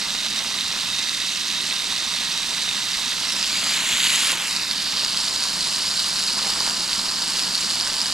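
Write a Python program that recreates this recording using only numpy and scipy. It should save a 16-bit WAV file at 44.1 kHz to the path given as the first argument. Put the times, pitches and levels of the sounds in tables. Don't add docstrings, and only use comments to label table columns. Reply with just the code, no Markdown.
import sys
import numpy as np
from scipy import signal
from scipy.fft import rfft, irfft, next_fast_len
from scipy.io import wavfile
from scipy.ndimage import uniform_filter1d, map_coordinates

SR = 44100
rng = np.random.default_rng(int(sys.argv[2]) if len(sys.argv) > 2 else 0)


def digitize_waveform(pressure):
    field = np.atleast_2d(pressure).T
    bounded = np.clip(field, -1, 1)
    quanta = np.round(bounded * 32767).astype(np.int16)
    wavfile.write(sys.argv[1], SR, quanta)


N = 358533


def amp(db):
    return 10 ** (np.asarray(db) / 20)


def unit(x):
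    return x / np.sqrt(np.mean(x ** 2) + 1e-20)


def along(rows, hz, column=1):
    columns = np.transpose(rows)
    return np.interp(np.log(hz + 1), np.log(columns[0] + 1), columns[column])


def curve(rows):
    return np.interp(np.arange(N) / SR, *np.transpose(rows))


def wobble(rate_hz):
    knots = rng.standard_normal(int(N * rate_hz / SR) + 4)
    return map_coordinates(knots, [np.arange(N) * rate_hz / SR])


def filtered(x, response):
    size = next_fast_len(N + 8192)
    return irfft(rfft(x, size) * response(np.fft.rfftfreq(size, 1 / SR)), size)[..., :N]


def bursts(events, rise_s, fall_s):
    t = np.arange(-400, 2000) / SR
    shape = np.where(t < 0, np.exp(t / rise_s), np.exp(-t / fall_s))
    start_s, db = np.transpose(events)
    peaks = np.bincount(np.round((start_s + rise_s) * SR).astype(int), amp(db), N)[:N]
    return signal.fftconvolve(peaks, shape)[400:N + 400]


def patches(pair, depth_db, size, bins, frames):
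    cells = signal.stft(pair, nperseg=size)[2]
    field = uniform_filter1d(rng.standard_normal(cells.shape[1:]), bins, axis=0)
    field = uniform_filter1d(field, frames, axis=1)
    return signal.istft(cells * amp(depth_db * unit(field)), nperseg=size)[1][:, :N]


# frequency in Hz, left-right correlation.
CORRELATION = [(30, 0.71), (100, 0.78), (200, 1), (500, 0.83), (1000, 0.97), (6000, 0.89), (11000, 0.81),
               (11900, 0.18), (12700, 0.64), (15000, .5)]
FLAT = [(1000, 0)]


def heard(pair, spectrum, ports):
    def colour(hz):
        angle = np.arccos(np.clip(along(CORRELATION, hz), -1, 1)) / 2
        return amp(along(spectrum, hz)) * [np.cos(angle), np.sin(angle)]

    def port_offset(hz):
        half = np.array([[.5], [-.5]])
        return amp(half * along(ports, hz, column=2)) * np.exp(-1j * half * along(ports, hz))

    mid, side = filtered(pair, colour)
    return unit(filtered(np.array([mid + side, mid - side]), port_offset))


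def droplets(count, cycles, spread_db, linger):
    start, pitch, chance, luck = rng.random((count, 4)).T[:, :, None]
    hz = 700 * 2 ** (4.444 * pitch)
    strength = amp(-spread_db * np.log(chance + .018))
    life_cycles = cycles * (1 + linger * luck ** 4)
    gain = strength * np.sqrt(cycles / life_cycles) * hz
    t = np.arange(160) / SR
    pops = gain * np.sin(2 * np.pi * hz * t) * np.exp(-t * hz / life_cycles)
    at = (start * N).astype(int) + np.arange(160)
    return unit(np.bincount(at.ravel(), pops.ravel(), N + 160)[:N])


def turbulence(patchy_db, grainy_db, flutter_db, crackle_db, drops_db):
    pair = patches(rng.standard_normal((2, N)), patchy_db, size=256, bins=5, frames=3)
    pair = patches(pair, grainy_db, size=64, bins=3, frames=2)
    pair = unit(pair * amp(crackle_db * wobble(700)))
    pair[0] += amp(drops_db) * droplets(count=12000, cycles=1.3, spread_db=3.5, linger=4.6)
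    return pair * amp(flutter_db * wobble(40))


# frequency in Hz, relative density in dB.
ASIDE_SPECTRUM = [(710, -47), (1200, -14), (1410, -16.5), (2050, -8.5), (2330, -12), (2620, -6), (2920, -8),
                  (3500, -5.5), (3740, -2.5), (4090, -2.5), (4340, -5), (4750, -5.5), (5300, -8.5),
                  (5990, -8), (6810, -13.5), (8520, -13.5), (10000, -22.5), (12300, -24.5), (15500, -48)]
FACING_SPECTRUM = [(710, -26), (1200, -16), (1650, -13), (2010, -15), (2680, -11), (2950, -6.5),
                   (3320, -10.5), (3750, -5.5), (4340, -1.5), (4750, 0), (4950, -1.5), (5200, -1.5),
                   (5450, -6), (5700, -9), (6300, -10.5), (7300, -9), (7900, -9.5), (8350, -14),
                   (9490, -13.5), (10000, -17.5), (10700, -18), (11600, -23.5), (11900, -28), (12400, -25),
                   (13700, -30), (14500, -34), (15500, -46)]
# frequency in Hz, right lead in radians, left over right in dB.
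ASIDE_PORTS = [(300, 0, -1.5), (1300, 0.57, -4), (3000, 0.75, -4.5), (4520, 0.54, -3.5), (5900, 0.55, -4.5),
               (8700, -0.76, -5.5), (10500, -0.0026, -.7), (11500, -.2, 0), (12100, -0.92, 3),
               (13000, -.1, -1)]
FACING_PORTS = [(300, -0.32, 1), (1300, 0.52, -3.5), (3000, 0.56, -3), (4700, 0.48, -1), (6500, 0.54, -1.5),
                (8700, 0.68, -3.5), (10500, -0.13, 0), (11700, .2, 0), (12200, -1.6, 2),
                (13000, -0.8, -0.5)]
# time in seconds, turn from 0 (aside) to 1 (facing).
MOUTH_TURN = [(0, 0.12), (1.3, 0.028), (2.5, 0.08), (3.1, 0.12), (3.7, 0.42), (4.55, 0.57), (4.8, 0.67),
              (5.2, 0.84), (6, 0.94), (8.13, 0.91)]


def aimed(pair, aside=ASIDE_SPECTRUM, facing=FACING_SPECTRUM):
    turn = curve(MOUTH_TURN)
    return (1 - turn) * heard(pair, aside, ASIDE_PORTS) + turn * heard(pair, facing, FACING_PORTS)


# time in seconds, level in dB before aim and hand.
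JET_LEVEL = [(0, -25.5), (2.5, -24.5), (3.0, -24.5), (3.39, -23.5), (3.425, -23.5), (3.46, -23),
             (3.64, -28.5), (3.68, -25), (3.73, -27.5), (3.85, -28.5), (4.4, -26), (4.55, -23.5),
             (4.95, -23.5), (5.15, -23.5), (6, -23), (6.3, -23.5), (6.44, -23), (6.5, -21.5), (6.56, -24.5),
             (6.6, -22.5), (6.68, -21), (6.72, -24.5), (6.85, -24.5), (6.93, -22.5), (7, -23.5),
             (7.18, -25), (7.33, -23.5), (7.4, -22), (7.47, -23.5), (7.6, -23), (7.7, -23), (7.78, -23.5),
             (7.9, -24), (8.13, -24)]


def jet():
    water = turbulence(patchy_db=0.67, grainy_db=1.84, flutter_db=0.35, crackle_db=1.4, drops_db=-6.5)
    return amp(curve(JET_LEVEL)) * aimed(water)


def mouth_ring(low_hz=3705, width_hz=170, wander_hz=90, aside_db=-33, facing_change_db=-22):
    def resonance(hz, centre_hz):
        damping = 1j * hz * width_hz
        return np.abs(damping / (centre_hz ** 2 - hz ** 2 + damping)) ** 2

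    calm = turbulence(patchy_db=0, grainy_db=-2.5, flutter_db=1, crackle_db=-0.5, drops_db=-15)
    flow = heard(calm, FLAT, ASIDE_PORTS)
    low = filtered(flow, lambda hz: resonance(hz, low_hz))
    high = filtered(flow, lambda hz: resonance(hz, low_hz + wander_hz))
    high_share = 1 / (1 + np.exp(1 - 2 * wobble(4)))
    level_db = aside_db + facing_change_db * curve(MOUTH_TURN) + 1.3 * wobble(12)
    return amp(level_db) * unit((1 - high_share) * low + high_share * high)


# start in seconds, relative level in dB, pitch in Hz.
AIR_POCKETS = [(0.1045, -10, 3760), (0.2633, -9, 4000), (0.2682, -10, 3510), (0.3255, -13, 3900),
               (0.3606, -9, 4050), (0.3895, -9, 5700), (0.609, -7, 3760), (0.991, -9, 3740),
               (1.0932, -8, 3730), (1.1457, -9, 3690), (1.701, -11, 4070), (1.725, -8.5, 3780),
               (1.9622, -10, 4130), (2.0928, -13, 4020), (2.1375, -17, 3770), (2.6893, -7, 3680),
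               (2.932, -11, 3890), (3.289, -12, 5500), (3.3647, -10, 5030), (3.427, -8, 5000),
               (3.9703, -13, 3720), (4.0027, -5.5, 2990), (4.0412, -6, 3930), (4.1017, -5.5, 2970),
               (4.563, -7, 4360), (4.711, -5, 4270), (4.876, -13, 4460), (4.9935, -7, 4960),
               (5.0469, -3.5, 5000), (5.0806, -8, 4490), (5.1218, -13, 4620), (5.1452, -12, 4700),
               (5.1685, -9, 4660), (5.173, -9, 4303), (5.1835, -13, 7960), (5.3604, -7.5, 3970),
               (5.437, -7, 4500), (5.642, -10, 4390), (5.975, -7, 4070), (6.001, -7, 4570),
               (6.059, -11, 4700), (6.1604, -17, 4130), (6.476, -10, 4950), (6.7341, -11, 4700),
               (7.1212, -13, 4460), (7.3203, -11, 4900), (7.3931, -5, 4520), (7.5522, -9, 4290),
               (7.5793, -12, 5080), (7.754, -5, 4650), (7.7992, -7, 4580), (7.8092, -7, 4960),
               (7.94, -11, 4720), (7.9823, -11, 4740), (8.0031, -10, 4470), (8.015, -4.5, 5050),
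               (8.0579, -8.5, 4600)]


def spits(small_count=18, hiss_db=-9.5, tone_db=-6, lag_s=0.00058, rise_s=0.0007, fall_s=0.001):
    when, chance = rng.random((small_count, 2)).T
    small_db = -20.5 + 2 * (2 * chance - 1)
    small = bursts(np.transpose([when * N / SR, small_db]), rise_s, fall_s)
    start_s, loud_db, pitch_hz = np.transpose(AIR_POCKETS)
    loud = bursts(np.transpose([start_s + lag_s, loud_db]), rise_s, fall_s)
    nearest = np.searchsorted((start_s[1:] + start_s[:-1]) / 2, np.arange(N) / SR)
    phase = 2 * np.pi * (np.cumsum(pitch_hz[nearest]) / SR + rng.random())
    tone = amp(tone_db) * loud * np.sin(phase)
    hiss = (amp(hiss_db) * loud + small) * np.sign(rng.standard_normal((2, N)))
    return np.std(hiss) * aimed(hiss) + np.std(tone) * aimed(np.array([tone, 0 * tone]), FLAT, FLAT)


# time in seconds, level in dB before the hand.
SPRAY_LEVEL = [(3.3, -42), (3.55, -27), (3.75, -22), (3.84, -24), (3.9, -20.5), (3.97, -22), (4.0, -20),
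               (4.025, -22.5), (4.05, -18), (4.08, -21), (4.13, -20), (4.18, -20), (4.24, -20),
               (4.31, -19.5), (4.37, -26), (4.42, -24), (4.5, -26.5), (4.62, -37), (4.8, -60)]
# frequency in Hz, relative density in dB.
SPRAY_SPECTRUM = [(350, -49), (600, -36), (716, -38), (1010, -15), (1230, -12.5), (1430, -7.5), (3070, 0.5),
                  (4380, -2), (5590, -8.5), (7350, -2.5), (8300, -8), (10800, -13), (13700, -24),
                  (15500, -41)]
# frequency in Hz, right lead in radians, left over right in dB.
SPRAY_PORTS = [(300, 0.1, 4), (2800, 0.53, -3), (4300, 0.74, .7), (5000, 1, 2), (6000, 0.21, -0.5),
               (9500, 0.47, 0), (11600, 0.41, 0), (12400, -1.3, 4.5), (13200, -.4, 0)]


def finger_spray():
    water = turbulence(patchy_db=1, grainy_db=1.5, flutter_db=0.5, crackle_db=1.7, drops_db=-3.5)
    return amp(curve(SPRAY_LEVEL)) * heard(water, SPRAY_SPECTRUM, SPRAY_PORTS)


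# start and end in seconds, first and last centre in Hz,
# width in Hz, gain in dB.
HAND_BANDS = [(3.2, 3.55, 5700, 5400, 450, 3.5), (3.46, 3.8, 4600, 4800, 350, 5),
              (3.25, 3.48, 4600, 4100, 250, -1.5), (3.86, 4.08, 3600, 3100, 400, 1.5),
              (3.1, 3.75, 6800, 5000, 420, -2), (3.7, 4.15, 4600, 5700, 300, -5.5),
              (3.2, 4.5, 9100, 8900, 520, -2.5), (3.95, 4.37, 11000, 9300, 1000, 2),
              (4.3, 4.52, 5700, 3100, 480, -4.5), (4.42, 4.74, 3550, 3000, 240, -8),
              (4.45, 4.78, 3800, 3680, 150, 4.5), (4.33, 4.5, 7700, 8400, 2900, -3),
              (4.41, 5.16, 6100, 9700, 2000, -3), (4.75, 5.3, 3900, 3300, 530, 1.5),
              (5.1, 6.7, 3950, 4100, 300, 1.5)]


def hand(valve, fade_share=0.26):
    hz, t, cells = signal.stft(valve, SR, nperseg=512)
    db = 0
    for start_s, end_s, from_hz, to_hz, width_hz, gain_db in HAND_BANDS:
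        progress = (t - start_s) / (end_s - start_s)
        fade = np.clip(np.minimum(progress, 1 - progress) / fade_share, 0, 1)
        centre_hz = from_hz + progress * (to_hz - from_hz)
        db = db + gain_db * fade * np.exp(-.5 * ((hz[:, None] - centre_hz) / width_hz) ** 2)
    return signal.istft(cells * amp(db), SR, nperseg=512)[1][:, :N]


# time in seconds, level in dB.
GRAVEL_LEVEL = [(0, -39.5), (.8, -40.5), (1.3, -44.5), (1.7, -40.5), (3.5, -39.5), (3.65, -37), (4.3, -37),
                (4.75, -42), (5, -38), (6.27, -39), (6.36, -34.5), (6.68, -35), (6.74, -37.5),
                (8.13, -38.5)]
# frequency in Hz, relative density in dB.
GRAVEL_SPECTRUM = [(250, -12), (450, -10.5), (750, -7.5), (950, -0.5), (1300, -4.5), (2000, -10),
                   (4000, -32), (9000, -46)]
# start in seconds, peak in dB.
BIG_SLUGS = [(5.509, -21), (6.6765, -16.5)]
# frequency in Hz, right lead in radians, left over right in dB.
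FAR_PORTS = [(30, 0, -0.5), (300, 0, -1.5), (1000, 0.27, -2.1), (3000, .5, 0)]


def gravel_splatter():
    water = turbulence(patchy_db=1.9, grainy_db=2.3, flutter_db=1.15, crackle_db=1.6, drops_db=-16.5)
    splatter = amp(curve(GRAVEL_LEVEL)) * heard(water, GRAVEL_SPECTRUM, FAR_PORTS)
    push = bursts(BIG_SLUGS, rise_s=0.0001, fall_s=0.00015)
    slaps = heard(np.array([push, 0 * push]), GRAVEL_SPECTRUM, FAR_PORTS)
    return splatter + slaps * push.max() / np.abs(slaps).max()


# time in seconds, level in dB.
RUMBLE_LEVEL = [(0, -44.5), (3.3, -45.5), (3.65, -42.5), (5, -45), (6.4, -43), (8.13, -44)]
# frequency in Hz, relative density in dB.
RUMBLE_SPECTRUM = [(12, -36), (20, -13), (65, -12.5), (92, -15), (107, -21), (182, 0), (278, -6), (307, -8),
                   (543, -22.5), (600, -11.5), (780, -16.5), (1320, -120)]


def outdoor_rumble():
    level_db = curve(RUMBLE_LEVEL) + 0.47 * wobble(1.76)
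    lumps = patches(rng.standard_normal((2, N)), depth_db=1.2, size=2048, bins=4, frames=2)
    return amp(level_db) * heard(lumps, RUMBLE_SPECTRUM, FAR_PORTS)


# frequency in Hz, rms level in dB.
HUM_TONES = [(59, -67), (120, -59.5)]


def mains_hum():
    t = np.arange(N) / SR
    hum = np.zeros(N)
    for hz, db in HUM_TONES:
        peak = np.sqrt(2) * amp(db + 0.83 * wobble(3.6))
        hum += peak * np.sin(2 * np.pi * hz * t + 0.47 * wobble(2.14))
    return hum


def scene():
    valve = jet() + mouth_ring() + spits() + finger_spray()
    return hand(valve) + gravel_splatter() + mains_hum() + outdoor_rumble()


def record(dry, top_hz=15700):
    return filtered(dry, lambda hz: hz < top_hz)


dry = scene()
out = record(dry)
digitize_waveform(out)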